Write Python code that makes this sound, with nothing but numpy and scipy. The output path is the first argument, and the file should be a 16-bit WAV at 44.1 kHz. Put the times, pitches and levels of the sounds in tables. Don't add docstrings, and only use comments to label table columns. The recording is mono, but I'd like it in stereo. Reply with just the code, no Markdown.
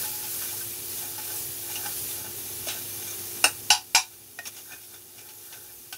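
import sys
import numpy as np
from scipy import signal
from scipy.fft import rfft, irfft, next_fast_len
from scipy.io import wavfile
from scipy.ndimage import uniform_filter1d

SR = 44100
rng = np.random.default_rng(int(sys.argv[2]) if len(sys.argv) > 2 else 0)


def dump_mix(stems):
    frames = np.atleast_2d(stems).T
    limited = np.clip(frames, -1, 1)
    pcm = np.round(limited * 32767).astype(np.int16)
    wavfile.write(sys.argv[1], SR, pcm)


def elevation(decibels):
    levels = np.asarray(decibels, float)
    return 10 ** (levels / 20)


N = 263277
LEFT_LEAD = 4

MODE_HZ = np.array([285, 752, 840, 947, 1478, 1515, 1845, 2388, 2487, 2680, 2840, 2950, 3230, 3732, 3865, 3989, 4400, 4770, 5195, 5360, 5718, 5922, 6520, 6655, 7490, 8638, 8830, 9127, 10270, 11705])
# (first rap [dB], second rap [dB], third rap [dB])
MODE_DB = [(-15, -49, -47), (-20, -12, -13), (-9, -9, -11.5), (-32, -17, -20), (-7, -10, -8.5),
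           (-4, -16, -22), (-9, -32, -25), (-36, -11, -3.5), (-6, -20, -25), (-12, -24, -11),
           (-3.5, -13, -11), (-19, -5.5, -20), (-22, -9, -29), (-25, -27, -9), (-16, -17, -13),
           (-32, -11, -13), (-31, -17, -32), (-9, -8, -10), (-15, -15, -23), (-1, -2, -13), (-23, -19, -7),
           (-15, -4, -8.5), (-8, -11, -16), (-16, -23, -5), (-27, -4.5, -5), (1, -28, -27), (-11, -20, -25),
           (1, -48, -25), (-26, -10, -5), (-28, -22, -11)]


def evened(x):
    return x / np.sqrt(np.mean(x ** 2) + 1e-20)


def read(points, hz):
    f, value = np.transpose(points)
    return np.interp(np.log(hz + 1), np.log(f + 1), value)


def follow(curve):
    s, level = np.transpose(curve)
    return np.interp(np.arange(N) / SR, s, level)


def add(mix, s, sound):
    part = mix[:, round(s * SR):][:, :sound.shape[1]]
    part += sound[:, :part.shape[1]]


def resonate(x, hz, width):
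    radius = np.exp(-np.pi * width / SR)
    angle = 2 * np.pi * hz / SR
    poles = [1, -2 * radius * np.cos(angle), radius * radius]
    return signal.lfilter([1 - radius], poles, x) * 2 * np.sin(angle)


def noise(colour, count, size, patchy_db, flicker_db):
    # (frequency [Hz], coherence [-1 to 1])
    likeness = [(60, 0.91), (130, 0.95), (290, 0.79), (640, 0.82), (1410, 0.017), (3100, -0.31),
                (6820, 0.22), (15000, -0.029)]
    frames, hz = count * 4 // size + 5, np.fft.rfftfreq(size, 1 / SR)
    a, b, c, d, patches = rng.standard_normal((frames, len(hz), 5)).T
    patches = uniform_filter1d(patches, size // 64, 0)
    patches = evened(uniform_filter1d(patches, 8192 // size, 1))
    flicker = evened(uniform_filter1d(rng.standard_normal(frames), 3))
    same = np.clip(read(likeness, hz), -1, 1)[:, None]
    left, other = a + 1j * b, c + 1j * d
    z = np.array([left, same * left + np.sqrt(1 - same ** 2) * other])
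    z *= elevation(read(colour, hz)[:, None] + patchy_db * patches + flicker_db * flicker)
    return evened(signal.istft(z, nperseg=size, noverlap=size * 3 // 4)[1][:, :count])


def ring(hz, db, t60, rise):
    t = np.arange(round(SR * min(np.max(t60), 1 / 4))) / SR
    chance = rng.random((len(hz), 4, 1))
    hz, db, t60 = (np.asarray(v)[:, None, None] for v in (hz, db, t60))
    turn = np.minimum(hz / 1500, 1) * np.sign(chance[:, 1:2] - .5) / 4
    phase = chance[:, :1] + np.array([[0], [1]]) * (hz * LEFT_LEAD / SR + turn)
    beat = 1 + .5 * np.cos(2 * np.pi * (0.011 * hz * chance[:, 2:3] * t + chance[:, 2:]))
    modes = elevation(db - 60 * t / t60) * beat * np.sin(2 * np.pi * (hz * t + phase))
    return modes.sum(0) * (1 - np.exp(-t / rise))


def burst(colour, t60, rise):
    t = np.arange(round(SR / 3)) / SR
    clatter = noise(colour, len(t), size=1024, patchy_db=1.5, flicker_db=0)
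    return clatter * elevation(-60 * t / t60) * (1 - np.exp(-t / rise))


def clustered(colour, width, depth_db):
    hz = np.geomspace(100, 16000, num=400)
    apart = np.abs(hz[:, None] - MODE_HZ).min(1) / (width * hz)
    dip_db = depth_db * (1 - np.exp(-apart ** 2)) * (hz > 2000) * (hz < 12500)
    return np.c_[hz, read(colour, hz) - dip_db]


def fridge_hum():
    # (start frequency [Hz], end frequency [Hz], level [dB])
    tones = [(100, 100, -59), (346.1, 349.7, -56.5)]
    hum = np.zeros(N)
    for hz, end_hz, db in tones:
        turns = np.cumsum(np.linspace(hz, end_hz, N)) / SR
        hum += elevation(db + 5.5) * np.sin(2 * np.pi * turns)
    return hum


def burner():
    # (frequency [Hz], density [dB per Hz])
    roar_colour = [(20, -56), (40, -34), (64, -2), (90, -6), (112, 3), (170, -10), (215, -6.5), (272, -1),
                   (295, -5), (312, -42), (340, -9), (400, 1), (500, -8), (650, -21), (900, -50)]
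    # (frequency [Hz], density [dB per Hz])
    gas_colour = [(320, -29), (550, -4.5), (826, 4.5), (913, -1), (1700, -2.5), (2020, -4.5), (2160, -11),
                  (2350, -8.5), (2970, 3.5), (3500, -10.5), (4000, -14), (5200, -32), (8800, -120)]
    roar = elevation(-51) * noise(roar_colour, N, size=4096, patchy_db=1.5, flicker_db=-0.5)
    gas = elevation(-54.5) * noise(gas_colour, N, size=1024, patchy_db=0.2, flicker_db=0.1)
    return roar + gas


def strokes():
    # (most pressure [s], release [s], pressure [dB], place [0 = flat bottom to 1 = wall])
    spoon_strokes = [(0.005, 0.06, -35, 0.26), (0.05, .05, -32.5, .55), (0.25, 0.098, -40, .45),
                     (0.44, 0.13, -34, 0.74), (0.51, .04, -40, .95), (0.54, .04, -37, .1),
                     (0.62, .08, -36, 0.66), (0.99, 0.12, -40.5, 1), (1.055, 0.08, -33, .1),
                     (1.2, 0.061, -39, 0.5), (1.32, 0.12, -33, 0.18), (1.7, 0.058, -30.5, .05),
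                     (1.74, 0.08, -38.5, 1.0), (1.79, .04, -33, .05), (1.865, 0.072, -26, 0.28),
                     (2.21, 0.067, -41, 0.74), (2.25, 0.11, -34.5, .05), (2.27, 0.053, -35.5, 0.66),
                     (2.691, 0.039, -27.5, 0.77), (2.76, 0.06, -29, 0.23), (3.1, 0.18, -38.5, 0.84),
                     (4.138, 0.083, -39, 0.76), (4.477, 0.022, -22.5, 1.0), (4.585, 0.077, -33, 1.0),
                     (4.735, 0.067, -26, 0.52), (4.947, 0.057, -31, 0.74), (5.193, .04, -35, 0.87),
                     (5.283, 0.14, -34, 0.23), (5.545, 0.13, -29.5, 0.36), (5.699, 0.075, -32.5, .2)]
    groups_db = [-12.5, -10, 2.5]
    idle_db = [-64.5, -75, -46]
    press_share, lift_db = 1.36, 19
    off_place_db = 19
    t = np.arange(0, N + 64, 64) / SR
    s, release, db, place = np.transpose(spoon_strokes)[:, :, None]
    away = np.maximum((t - s) / release, (s - t) / (press_share * release))
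    felt = []
    for k, (group_db, rest_db) in enumerate(zip(groups_db, idle_db)):
        stroke_db = db + group_db - off_place_db * abs(place - k / 2) - lift_db * away
        power = elevation(rest_db) ** 2 + (elevation(stroke_db) ** 2).sum(0)
        felt.append(np.interp(np.arange(N) / SR, t, np.sqrt(power)))
    return felt


def sizzle():
    # (time [s], level [dB])
    frying = [(0.0, -30), (0.24, -35), (0.32, -31.5), (0.83, -36.5), (0.94, -34), (1.18, -36.5),
              (1.38, -33), (1.52, -37), (1.96, -33.5), (2.12, -34), (2.27, -40.5), (2.39, -37.5),
              (3.41, -38.5), (4.38, -38.5), (4.7, -36), (5.08, -39), (5.47, -35.5), (5.97, -38)]
    # (frequency [Hz], density [dB per Hz])
    fizz_colour = [(290, -44), (500, -24), (648, -16.5), (760, -17), (971, -17), (2000, -11), (2150, -18.5),
                   (2340, -9), (3820, -10), (6420, -4), (8090, -6), (10800, 0.5), (15700, -1.5)]
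    stir_db = -2
    pop_size = elevation(2.5 * np.minimum(rng.exponential(1, (2, N)), 5))
    pops = pop_size * (rng.random((2, N)) < 500 / SR)
    grain = signal.lfilter([1], [1, -.95], pops, axis=1)
    fizz = noise(fizz_colour, N, size=512, patchy_db=1.0, flicker_db=.3) * (1 + .15 * grain)
    return np.hypot(elevation(follow(frying) + 5.0), elevation(stir_db) * strokes()[2]) * evened(fizz)


def scraping():
    # (frequency [Hz], width [Hz], level [dB])
    rubbed = [(757, 27, -10), (848.6, 18, -2), (1552, 83, 3.5), (1780, 34, -1.5), (2389, 47, -2.5),
              (2840, 29, -4), (3520, 56, -1), (3745, 62, -1), (4840, 94, -6), (5340, 51, -1.5),
              (5700, 10, 2), (5870, 41, 0), (6343, 51, 7.5), (6590, 11, -0.5), (7400, 26, -32),
              (7300, 42, -40), (8140, 58, -6), (8780, 140, -1)]
    unevenness = evened(uniform_filter1d(rng.standard_normal(N), 300))
    jerks = rng.standard_normal((2, N)) * elevation(2.5 * unevenness)
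    jerks[1] = .8 * jerks[0] + .6 * jerks[1]
    groups = np.zeros((3, 2, N))
    for hz, width, db in rubbed:
        group = np.searchsorted([1200, 2100], hz)
        groups[group] += elevation(db) * resonate(jerks, hz, width) / np.sqrt(width)
    return sum(pressure * evened(g) for g, pressure in zip(groups, strokes()))


def taps():
    # (time [s], peak [dB], spot frequency [Hz], t60 [s], clatter under the peak [dB])
    light_taps = [(0.039, -31.5, 854, 0.25, -7.5), (0.129, -34.5, 847, 0.29, -6),
                  (0.234, -33.5, 850.5, 0.33, -2.5), (0.419, -32.5, 1534, 0.13, -5),
                  (0.529, -30, 863, 0.14, -27), (1.179, -29, 855, 0.19, -6),
                  (1.755, -16.5, 2840, 0.12, -14.5), (1.86, -20, 829, 0.093, -14),
                  (2.109, -23, 3580, 0.082, -13), (2.67, -17, 627, 0.042, -13),
                  (2.684, -24.5, 3890, 0.29, -3), (4.388, -27, 700, 0.06, -5.5),
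                  (4.454, -34.5, 2590, 0.14, 0), (4.565, -39, 6300, 0.17, 0),
                  (4.719, -28.5, 2492, 0.16, -13), (4.832, -44, 3630, 0.2, -2.5),
                  (5.18, -42, 2380, 0.22, -2), (5.288, -39, 853, 0.14, -2.5), (5.525, -31, 902, 0.097, -5),
                  (5.925, -25.5, 1514, 0.1, -2)]
    # (frequency [Hz], density [dB per Hz])
    touch_colour = [(240, -48), (400, -23), (798, 0), (990, -15.5), (1520, -2.5), (1690, -8.5), (2600, 3.5),
                    (4390, -7), (5610, 1.5), (6350, -5), (15700, -10.5)]
    # (frequency [Hz], level [dB], t60 [s])
    grate_modes = [(1480, 1, 0.031), (1857, -1.5, 0.17), (2486, -4.5, .12), (1010, -12, 0.033),
                   (587, -9.5, 0.042)]
    body_db = -32
    out = np.zeros((2, N))
    body_hz, usual_db = MODE_HZ[::2], np.mean(MODE_DB, 1)[::2]
    for s, peak_db, spot_hz, t60, clatter_db in light_taps:
        spot = ring([spot_hz, MODE_HZ[0]], [peak_db - 8.5, peak_db + body_db], [t60, .2], rise=0.0018)
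        add(out, s, spot)
        add(out, s, elevation(peak_db + clatter_db - 0.5) * burst(touch_colour, t60, rise=0.00054))
        whole_db = usual_db + peak_db + clatter_db - 7.5
        add(out, s, ring(body_hz, whole_db, t60 + 0 * body_hz, rise=0.0025))
    add(out, 4.3875, elevation(-29.5) * ring(*np.transpose(grate_modes), rise=0.00054))
    return out


def raps():
    # (time [s], ring [dB], t60 [s], tick [dB])
    rim_raps = [
        (3.441, -14.5, 0.099, -6),
        (3.703, -12.5, 0.16, -8.5),
        (3.9478, -11.5, 0.14, -12),
    ]
    # (frequency [Hz], density [dB per Hz])
    clatter_colours = [
        [(120, -57), (200, -45), (273, -26), (692, -11), (846, -12), (927, -16), (1520, -10.5), (2310, -12.5),
         (2930, -14), (3510, -31), (3710, -14.5), (8920, -10), (15700, -27)],
        [(120, -69), (200, -45), (655, -39), (846, -0.5), (1220, -15.5), (1520, -11), (1850, -14.5),
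         (2820, 2.5), (3150, -7.5), (5350, -1.5), (8140, -12), (10500, -7), (15700, -32)],
        [(120, -64), (200, -35), (655, -30), (862, 1), (1260, -18.5), (1490, -9), (1850, -16.5), (2310, 0),
         (3270, -7.5), (3780, -3.5), (5860, -5), (7990, -7.5), (15700, -29)],
    ]
    # (frequency [Hz], level over the tick [dB], t60 [s])
    bowl_modes = [(700, -11.5, 0.021), (2410, -5.5, 0.031), (2630, -1, 0.036), (2845, -5.5, 0.044)]
    clatter_db, thump_db = 0.7, -23
    out = np.zeros((2, N))
    for (s, ring_db, t60, tick_db), db, colour in zip(rim_raps, np.transpose(MODE_DB), clatter_colours):
        colour = clustered(colour, width=.02, depth_db=9.0)
        mode_t60 = t60 * (MODE_HZ / 3000) ** -.15
        add(out, s, elevation(ring_db) * ring(MODE_HZ, db, mode_t60, rise=0.0014))
        add(out, s, elevation(ring_db + clatter_db) * burst(colour, 1.13 * t60, rise=0.0016))
        add(out, s, elevation(tick_db) * burst(colour, 0.047, rise=0.00014))
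        add(out, s, elevation(tick_db) * ring(*np.transpose(bowl_modes), rise=0.00048))
        add(out, s, elevation(ring_db) * ring([58, 105], [thump_db, thump_db - 3], [.15, .1], rise=0.011))
    return out


def kitchen(x):
    count = 600
    at = 300 + 20 * np.arange(count) + rng.integers(0, 20, (2, count))
    tail = np.zeros((2, at.max() + 1))
    echoes = rng.choice([-1., 1.], at.shape) * elevation(-60 * at / SR / 0.16)
    np.put_along_axis(tail, at, echoes, 1)
    return signal.oaconvolve(x, tail / np.linalg.norm(tail[0]), axes=1)[:, :N]


def scene():
    # (time [s], level [dB])
    gain = [
        (0, -1),
        (3.44, 1.5),
        (3.47, -1.5),
        (3.7, -2.6),
        (3.73, -8.5),
        (4.1, -10.5),
        (5.97, -9.5),
    ]
    steady = fridge_hum() + burner() + sizzle() + scraping()
    metal = taps() + raps()
    return metal + elevation(-9.5) * kitchen(metal) + elevation(follow(gain)) * steady


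def roll_off(x):
    return signal.sosfilt(signal.butter(12, 17000, fs=SR, output="sos"), x)


def record(dry):
    # (frequency [Hz], left minus right [dB])
    left_right = [(60, -2), (110, -2), (200, -1.5), (380, -0.5), (700, -2), (1290, -3), (2380, 1),
                  (4400, -9.5), (8120, -3.5), (15000, -3.5)]
    power_db = 10 * np.log10(abs(uniform_filter1d((dry ** 2).mean(0), 130)) + 1e-12)
    fall = np.arange(N) * 280.0 / SR
    over_db = np.maximum(np.maximum.accumulate(power_db + fall) - fall + 13, 0)
    limited = dry / elevation(0.23 * over_db)
    limited = .95 * np.tanh(limited / .95)
    size = next_fast_len(N)
    hz = np.fft.rfftfreq(size, 1 / SR)
    lean = elevation(read(left_right, hz) / 2) * np.exp(1j * np.pi * hz * LEFT_LEAD / SR)
    band = (hz < 15750) * hz ** 2 / (hz ** 2 + 30 ** 2)
    mix = irfft(rfft(limited, size) * np.array([lean, 1 / lean]) * band, size)[:, :N]
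    return roll_off(mix)


dry = scene()
out = record(dry)
dump_mix(out)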